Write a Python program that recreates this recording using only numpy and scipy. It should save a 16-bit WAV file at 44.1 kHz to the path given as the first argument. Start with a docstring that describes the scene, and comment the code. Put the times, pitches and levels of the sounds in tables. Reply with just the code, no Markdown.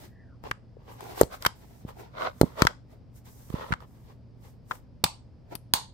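"""A soft rub and an airy squeak over a low hum, then hard bumps and clacks, and at last sharp snaps.
A camera is pushed in close to a metal gear shifter in a small room: friction is grainy noise in the
modes of its case, bumps are damped oscillations, clacks are brief noise exciting the housing's modes.
Then the shifter is moved by hand: its steel pawl snaps, ticks and snaps again, each time as a noise
crack with ringing steel and spring modes, and diffuse decaying noise answers as the room."""
import sys
import numpy as np
from scipy import signal
from scipy.fft import rfft, irfft, next_fast_len
from scipy.io import wavfile
from scipy.ndimage import map_coordinates

SR = 44100
rng = np.random.default_rng(int(sys.argv[2]) if len(sys.argv) > 2 else 0)


def master(y):
    """Save y as 16-bit WAV."""
    cut = np.clip(np.atleast_2d(y).T, -1, 1)
    pcm = np.round(cut * 32767)  # scale
    wavfile.write(sys.argv[1], SR, pcm.astype(np.int16))


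N = 261599

# Dull bumps carried through the camera case:
# (time [s], level before colouring [dB], pitch [Hz], ring [cycles], left-right [dB])
BUMPS = [(.439, -32.5, 400, 0.17, 11), (0.5113, -31, 353, 0.38, -1.5), (.768, -43.5, 467, 1.6, 10),
         (1.2122, -1, 482, 0.97, -1.5), (1.232, -13.5, 377, 0.3, -8), (1.4635, -12.5, 500, 0.21, -1.5),
         (1.85, -26, 161, 0.24, 1), (2.4127, -1, 386, 0.46, -5.5), (2.432, -6, 310, 0.23, -4),
         (2.4387, -16.5, 223, 0.74, -8.5), (2.621, -4.5, 246, 0.26, 1), (2.6512, -9.5, 257.4, 0.13, 9.5),
         (3.502, -34.5, 201.6, 0.22, -21), (3.5405, -17, 168, 0.27, -3.5), (3.707, -20.5, 139, 0.11, -10),
         (3.723, -25, 110, 0.42, 14.5), (4.7126, -33, 303.5, 0.27, -3.5), (5.0382, -16.5, 368.8, 0.24, -9),
         (5.0494, -28.5, 139.7, 0.48, 3.5), (5.521, -39, 415, 0.71, 15.5), (5.552, -37, 158, .4, 4.5),
         (5.7381, -25.5, 188.6, 0.22, -8.5)]
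# Slow sway of the case after each bump: (pitch [Hz], level after a 0 dB bump [dB], ring [cycles])
SWAY = [(57.4, -26, .5), (134.45, -20.5, 0.56)]
# Transmission of bumps and sway to the microphone: (frequency [Hz], level [dB])
BUMP_COLOUR = [(15, -28.0), (60, 0.5), (150, 3.5), (900, 1), (2500, -14.0), (8000, -18.0)]
# Hard contacts with the housing:
# (time [s], clack [dB], pitch [Hz], bright edge [dB], gritty hiss [dB], left-right [dB])
CLACKS = [(0.4382, -43, 860, -59.5, -57, 8), (0.5121, -19, 1390, -39.5, -41.5, 1.5),
          (1.007, -35, 856, -53.5, -48.5, 5), (1.2124, -20.5, 970, -38, -18.5, 15.5),
          (1.2328, -39, 916, -32, -42.5, -2.5), (1.4235, -39, 1500, -35.5, -39, 1),
          (1.4502, -16.5, 1370, -32.5, -30.5, 1), (1.4617, -13.5, 1300, -23.5, -26.5, 3.5),
          (1.4644, -14, 1284, -18, -21.5, 1), (2.413, -21.5, 940, -27.5, -26, 14),
          (2.62, -9, 1193, -16, -24.5, 6.5), (2.6505, -19.5, 950, -33.5, -41, 3),
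          (2.6693, -9.5, 1325, -18.5, -32.5, 3), (3.501, -45, 900, -53, -55.5, -8.5),
          (3.609, -39.5, 1090, -62, -63.5, 3), (3.7228, -21, 1430, -43, -61.5, -9),
          (3.7265, -20.5, 1358, -45, -65, 4.5), (3.7373, -21, 1178, -39, -70, 0.5),
          (3.804, -46, 1063, -59, -79, -10), (4.7107, -21, 1125, -48.5, -57, 7),
          (4.7168, -26, 1277, -56, -52, 3), (4.754, -47, 980, -69, -56, 6),
          (5.0626, -28.5, 1350, -49, -65.5, -3.5)]
# Bright modes of the housing: (frequency [Hz], width [Hz], level [dB])
HOUSING_MODES = [(2273, 82, -2.5), (3160, 190, 2.5), (4040, 740, -2.5), (5100, 590, -1.5), (6496, 760, -11),
                 (8250, 870, -11.5)]
# Spectrum of the grit in a clack: (frequency [Hz], level [dB])
GRIT_COLOUR = [(2000, -29), (5000, -6.5), (8000, 0.5), (10000, -5), (12500, 1.5), (15000, -2),
               (16500, -24.5)]
# Snaps of the pawl: (time [s], crack [dB], t60 of the crack's noise [s], ping of the small spring [dB],
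# left-right [dB], room [dB], brightness limit of the crack [Hz])
SNAPS = [(5.0405, -12.5, 0.017, -28, 1.5, -11, 8000), (5.5524, -39.5, 0.032, -32, 10, -15.5, 4510),
         (5.737, -12, 0.0091, -27, 0, -6, 15100)]
# Spectrum of the bare crack: (frequency [Hz], level [dB])
CRACK_COLOUR = [(150, -16.5), (450, -3), (900, 8.5), (2000, -1.5), (4500, 3), (6500, -3), (8500, -3),
                (10000, -10), (12500, -4.5), (15500, -2), (16500, -10.5)]
# Modes of the shifter's steel: (frequency [Hz], width [Hz], level [dB])
STEEL_MODES = [(1060, 280, -1), (1617, 200, -9), (2450, 53, -7.5), (3583, 120, 2.5), (4590, 160, 1),
               (4190, 130, -13), (4780, 170, -2.5), (5250, 150, -1), (6280, 91, -4.5), (6680, 43, -10.5),
               (7100, 460, -14.5), (8190, 100, 3), (10710, 300, -3.5), (12300, 300, -14), (15040, 300, 0)]
# Modes of the small spring: (frequency [Hz], width [Hz], level [dB])
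SPRING_MODES = [(9500, 44, -2.5), (11300, 1200, -5), (14300, 780, -13.5)]
# Strokes of case and fingers over the housing:
# (time [s], held [s], fade [s], rub [dB], rub pitch [Hz], hiss [dB])
STROKES = [(0, 0.052, 0.072, -56.5, 707, -59), (.445, 0.063, 0.031, -50.5, 884, -67),
           (0.914, 0.028, 0.12, -47, 924, -61.5), (1.015, 0.11, 0.047, -45.5, 796, -57.5),
           (1.18, 0.034, 0.074, -39.5, 885, -46), (1.331, 0.022, 0.047, -45.5, 1240, -52.5),
           (1.424, 0.029, 0.044, -46.5, 1100, -52.5), (1.56, 0.26, 0.049, -62, 743, -67),
           (1.886, 0.014, 0.042, -42, 986, -59.5), (1.995, 0.013, 0.082, -45, 782, -58.5),
           (2.21, 0.03, 0.096, -33.5, 1190, -58), (2.411, 0.035, 0.18, -52.5, 1102, -60),
           (2.595, 0.054, 0.071, -34, 1060, -53), (2.915, 0.019, .07, -60.5, 700, -72),
           (3.164, 0.015, 0.05, -70, 895, -59.5), (3.255, 0.28, 0.022, -64.5, 890, -61),
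           (3.55, 0.17, 0.055, -43.5, 1054, -62.5), (3.81, 0.022, 0.035, -48, 1016, -70),
           (3.88, 0.24, 0.081, -67.5, 921, -73), (4.435, 0.064, .08, -65, 950, -66),
           (4.705, 0.053, 0.064, -53.5, 945, -57.5), (5.521, 0.0075, 0.053, -43, 761, -63)]
# Modes of the rubbed case at the pitch CASE_HZ: (frequency [Hz], width [Hz], level [dB])
CASE_MODES = [(565, 210, -1.5), (802, 390, -4.5), (950, 200, -1), (1175, 240, -4), (1460, 130, -4.5),
              (2070, 160, -12), (3870, 810, -9)]
# Spectrum of the rasp: (frequency [Hz], level [dB])
RASP_COLOUR = [(1200, -3), (2000, 2.5), (2700, -4.5), (3500, -2), (4200, -2.5), (5200, -4.5), (7000, -13),
               (10000, -26.5)]
# Spectrum of the fine hiss: (frequency [Hz], level [dB])
HISS_COLOUR = [(3500, -23), (5500, -1.5), (8500, -0.5), (10500, -4.5), (13000, 2), (15500, -1),
               (16500, -23)]
# Course of the squeak: (time [s], pitch [Hz], level [dB])
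SQUEAK = [(.05, 1710, -78), (.12, 1764, -72), (.209, 1860, -65), (0.281, 1660, -68), (.33, 1330, -69),
          (.37, 1150, -80)]
# Reverberation time of the room: (frequency [Hz], t60 [s])
ROOM_T60 = [(150, .27), (1000, 0.24), (4500, 0.27), (9000, 0.24), (15000, 0.097)]
# Colour of the reflections: (frequency [Hz], level [dB])
WALL_COLOUR = [(100, 0.5), (500, -1), (950, 1.5), (1700, -7), (3500, -2.5), (6500, -1.5), (8500, 0),
               (10000, -3), (15000, -1.5)]
# Spectrum of the room noise: (frequency [Hz], level [dB])
AIR_COLOUR = [(15, -26), (40, -6.5), (70, -3.5), (120, -6), (160, -9), (260, -12.5), (320, -20.5),
              (550, -23), (1000, -34), (1300, -39.5), (4000, -49.5), (5000, -43), (6500, -58.5),
              (16000, -72.5)]
# Tones of the hum: (frequency [Hz], mean level [dB])
HUM = [(118.4, -53.5), (247.6, -69.5)]

SWAY_GROWTH = 0.71  # dB of sway per dB of bump: the grip holds back the hardest blows
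CHATTER_T60_S = 0.017  # how long a hard contact chatters
RING_DB = 0.5  # the steel's ring against the crack
CASE_HZ = 1166  # the rub pitch at which the case rings with its listed modes
FADE_DB, ATTACK_SHARE = 21, .75  # drop within the fade time; swelling takes this share of that time
PUSH_DB = 1  # the rub grows by this much while the stroke is held
UNEVEN_DB, UNEVEN_PER_S = 3.9, 23  # the hand's pressure wavers
RASP_DB = -4  # against the mean level of rub and hiss
HISS_STEEPNESS = 1.15  # the hiss comes and goes faster than the rub
CATCHES_PER_S, CATCH_DB = 22, 5  # ticks as the surfaces snag; level against the rub
HUM_WAVER_DB = 1.5
TOP_HZ = 16300  # band limit of the camera


def amp(db):
    """Level in decibels to linear gain."""
    return 10 ** (np.asarray(db) / 20)


def unit(x):
    """Normalisation to rms 1."""
    return x / np.sqrt(np.mean(x ** 2) + 1e-20)


def along(points, hz):
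    """Interpolation of (Hz, value) points on a logarithmic frequency axis."""
    f, v = np.transpose(points)
    return np.interp(np.log(hz + 1), np.log(f + 1), v)


def filtered(x, response):
    """Linear filtering: the spectrum of x times a complex response of frequency."""
    size = 2 * next_fast_len(x.shape[-1] // 2 + 4096)
    hz = np.fft.rfftfreq(size, 1 / SR)
    return irfft(rfft(x, size) * response(hz), size)[..., :x.shape[-1]]


def colour(points):
    """Minimum phase: the causal response with a given (Hz, dB) shape, by folding its cepstrum."""
    def response(hz):
        cepstrum = irfft(np.log(amp(along(points, hz))))
        half = len(cepstrum) // 2
        cepstrum[1:half] *= 2
        cepstrum[half + 1:] = 0
        return np.exp(rfft(cepstrum))
    return response


def modes(rows):
    """Modal superposition: second-order (Hz, width, dB) resonances with alternating sign."""
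    def response(f):
        total = 0
        for k, (centre, width, db) in enumerate(rows):
            damping = 1j * f * width
            total = total + (-1) ** k * amp(db) * damping / (centre * centre - f * f + damping)
        return total
    return response


def wobble(rate, size=N):
    """Band-limited fluctuation: a smooth random curve with rate knots a second."""
    knots = rng.standard_normal(int(size * rate / SR) + 4)
    return map_coordinates(knots, [np.arange(size) * rate / SR])


def pair(size, side_db):
    """Partial coherence: white noise at two ports, a shared part and an opposed part."""
    mid, side = rng.standard_normal((2, size))
    return np.array([mid + amp(side_db) * side, mid - amp(side_db) * side])


def add(track, s, sound, pan_db):
    """Superposition: mix a sound in at time s, leaning left by pan_db."""
    part = track[:, round(s * SR):][:, :sound.shape[-1]]
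    gains = amp([[pan_db / 2], [-pan_db / 2]])
    part += (gains * sound)[:, :part.shape[1]]


def swing(hz, cycles):
    """Damped oscillation: a few cycles of the case, reaching the far (right) port a moment later."""
    t = np.maximum(np.arange(SR // 6) / SR - np.array([[0], [.0003]]), 0)
    age = t * hz / cycles
    envelope = 2 * age * np.exp(1 - 2 * age)  # peaks at 1
    return -envelope * np.sin(2 * np.pi * hz * t)


def bumps():
    """Impulse response of a held body: each bump swings the case at its own pitch and leaves it swaying."""
    out = np.zeros((2, N))
    sway = sum(amp(db) * swing(hz, cycles) for hz, db, cycles in SWAY)
    for s, db, hz, cycles, pan_db in BUMPS:
        bump = amp(db) * swing(hz, cycles)
        add(out, s, bump + amp(SWAY_GROWTH * db) * sway, pan_db)
    return filtered(out, colour(BUMP_COLOUR))


def burst(t60, response, side_db):
    """Impact excitation: brief chatter into a resonant body, with the energy of 2 ms at rms 1."""
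    t = np.arange(SR // 10) / SR
    chatter = pair(len(t), side_db) * amp(-60 * t / t60)
    ring = filtered(chatter, response)
    return ring / np.sqrt(np.sum(ring ** 2, axis=1, keepdims=True) / (.002 * SR))


def hollow(hz):
    """Low-Q resonance: the housing's broad, hollow mode, applied twice."""
    return lambda f: modes([(hz, .7 * hz, 0)])(f) ** 2


def clacks():
    """Modal excitation by impact: one hollow resonance, the housing's brighter modes and a spit of grit."""
    out = np.zeros((2, N))
    for s, db, hz, edge_db, grit_db, pan_db in CLACKS:
        clack = amp(db) * burst(CHATTER_T60_S, hollow(hz), side_db=3)
        edge = amp(edge_db) * burst(0.82 * CHATTER_T60_S, modes(HOUSING_MODES), side_db=0.5)
        grit = amp(grit_db) * burst(.7 * CHATTER_T60_S, colour(GRIT_COLOUR), side_db=1.0)
        add(out, s, clack + edge + grit, pan_db)
    return out


def snaps():
    """Impact and radiation: the pawl's crack, the steel's ring and the spring's ping fill the room."""
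    out = np.zeros((2, N))
    for s, db, t60, ping_db, pan_db, room_db, bright_hz in SNAPS:
        def contact(f):
            return colour(CRACK_COLOUR)(f) / (1 + 1j * f / bright_hz)  # a slower contact is duller
        crack = amp(db) * burst(t60, contact, side_db=-5.5)
        ring = amp(db + RING_DB) * burst(0.72 * t60, modes(STEEL_MODES), side_db=1.5)
        ping = amp(ping_db) * burst(0.013, modes(SPRING_MODES), side_db=-0.5)
        add(out, s, crack + ring + ping, pan_db)
        radiated = crack + amp(-8) * ring + ping  # the crack carries farthest
        radiated = np.pad(radiated, ((0, 0), (0, SR // 3)))  # time for the tail
        add(out, s, amp(room_db) * room(radiated), 0)
    return out


def friction(size, response, grain_db, grain_rate, side_db):
    """Stick-slip: surfaces catch and slip as noise in uneven grains, rms 1."""
    grains = amp(grain_db * np.clip(wobble(grain_rate, size), -2, 2))
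    return unit(filtered(pair(size, side_db) * grains, response))


def strokes():
    """Sliding friction: each stroke swells, holds and fades as ringing case, rasp and fine hiss."""
    out, rasp, hiss = np.zeros((3, 2, N))
    for s, held, fade, rub_db, hz, hiss_db in STROKES:
        start = max(s - .15, 0)  # room for the swell
        t = start - s + np.arange(SR // 2) / SR
        swell_db = FADE_DB / fade * (np.minimum(t / ATTACK_SHARE, 0) - np.maximum(t - held, 0))
        push_db = PUSH_DB * (np.clip(t / held, 0, 1) - .5)
        press_db = swell_db + push_db + UNEVEN_DB * wobble(UNEVEN_PER_S, len(t))

        def case(f):
            muffling = 1 + (f / (2.3 * hz)) ** 4  # the case muffles what lies above its modes
            return modes(CASE_MODES)(f * CASE_HZ / hz) / muffling
        rub = friction(len(t), case, grain_db=4.0, grain_rate=260, side_db=0.5)
        add(out, start, amp(rub_db + press_db) * rub, 0)
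        # envelopes of the rasp, which grows with rub and hiss, and of the hiss
        add(rasp, start, amp((rub_db + hiss_db) / 2 + RASP_DB + press_db), 0)
        add(hiss, start, amp(hiss_db + HISS_STEEPNESS * swell_db), 0)
    out += rasp * friction(N, colour(RASP_COLOUR), grain_db=1.0, grain_rate=650, side_db=0.5)
    out += hiss * friction(N, colour(HISS_COLOUR), grain_db=2.5, grain_rate=3400, side_db=0)
    return out


def catches():
    """Random micro-impacts: while a stroke is held, the surfaces snag with tiny hollow ticks."""
    out = np.zeros((2, N))
    for s, held, _, rub_db, hz, _ in STROKES:
        count = int(np.ceil(CATCHES_PER_S * held))
        for when, size in rng.random((count, 2)):
            tick = burst(.008, hollow(hz), side_db=0)
            add(out, s + when * held, size * amp(rub_db + CATCH_DB) * tick, 0)
    return out


def squeak():
    """Narrow-band noise on a gliding carrier: a faint squeak that rises, then sinks as the sliding slows."""
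    t = np.arange(N) / SR
    s, hz, db = np.transpose(SQUEAK)
    phase = 2 * np.pi * np.cumsum(np.interp(t, s, hz)) / SR
    narrow = wobble(380) * np.sin(phase) + wobble(380) * np.cos(phase)
    return np.interp(t, s, amp(db), left=0, right=0) * narrow


def room(x):
    """Diffuse reverberation: convolution with noise whose frequencies each die at their own speed."""
    hz, t, z = signal.stft(rng.standard_normal((2, SR // 2)), SR, nperseg=256)
    decay_db = along(WALL_COLOUR, hz)[:, None] - 60 * t / along(ROOM_T60, hz)[:, None]
    tail = signal.istft(z * amp(decay_db), SR, nperseg=256)[1]
    tail = tail * (1 - np.exp(-np.arange(tail.shape[1]) / SR / 0.0014))  # reflections build up
    return signal.fftconvolve(x, tail / np.linalg.norm(tail[0]), axes=1)[:, :x.shape[1]]


def background():
    """Stationary noise and tones: low room noise and a slightly unsteady hum."""
    t = np.arange(N) / SR
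    air = amp(-52) * unit(filtered(pair(N, side_db=-6.0), colour(AIR_COLOUR)))
    hum = 0
    for hz, db in HUM:
        level = amp(db + HUM_WAVER_DB * wobble(3))
        hum = hum + level * np.sin(2 * np.pi * hz * t + 0.26 * wobble(7.7))
    return air + hum


def scene():
    """Near-field superposition: blows on the case reach the microphone almost dry."""
    bump, clack = bumps(), clacks()
    blow_echo = room(amp(-22.0) * clack + amp(-26) * bump)
    handling = strokes() + catches() + squeak()
    return bump + clack + blow_echo + snaps() + handling + background()


def record(dry):
    """Saturation and band limiting: the loudest blows overload the camera, which cuts steeply at its top."""
    clipped = dry / (1 + np.abs(dry) ** 8) ** (1 / 8)
    return filtered(clipped, lambda hz: 1 / (1 + (hz / TOP_HZ) ** 120))


dry = scene()
out = record(dry)
master(out)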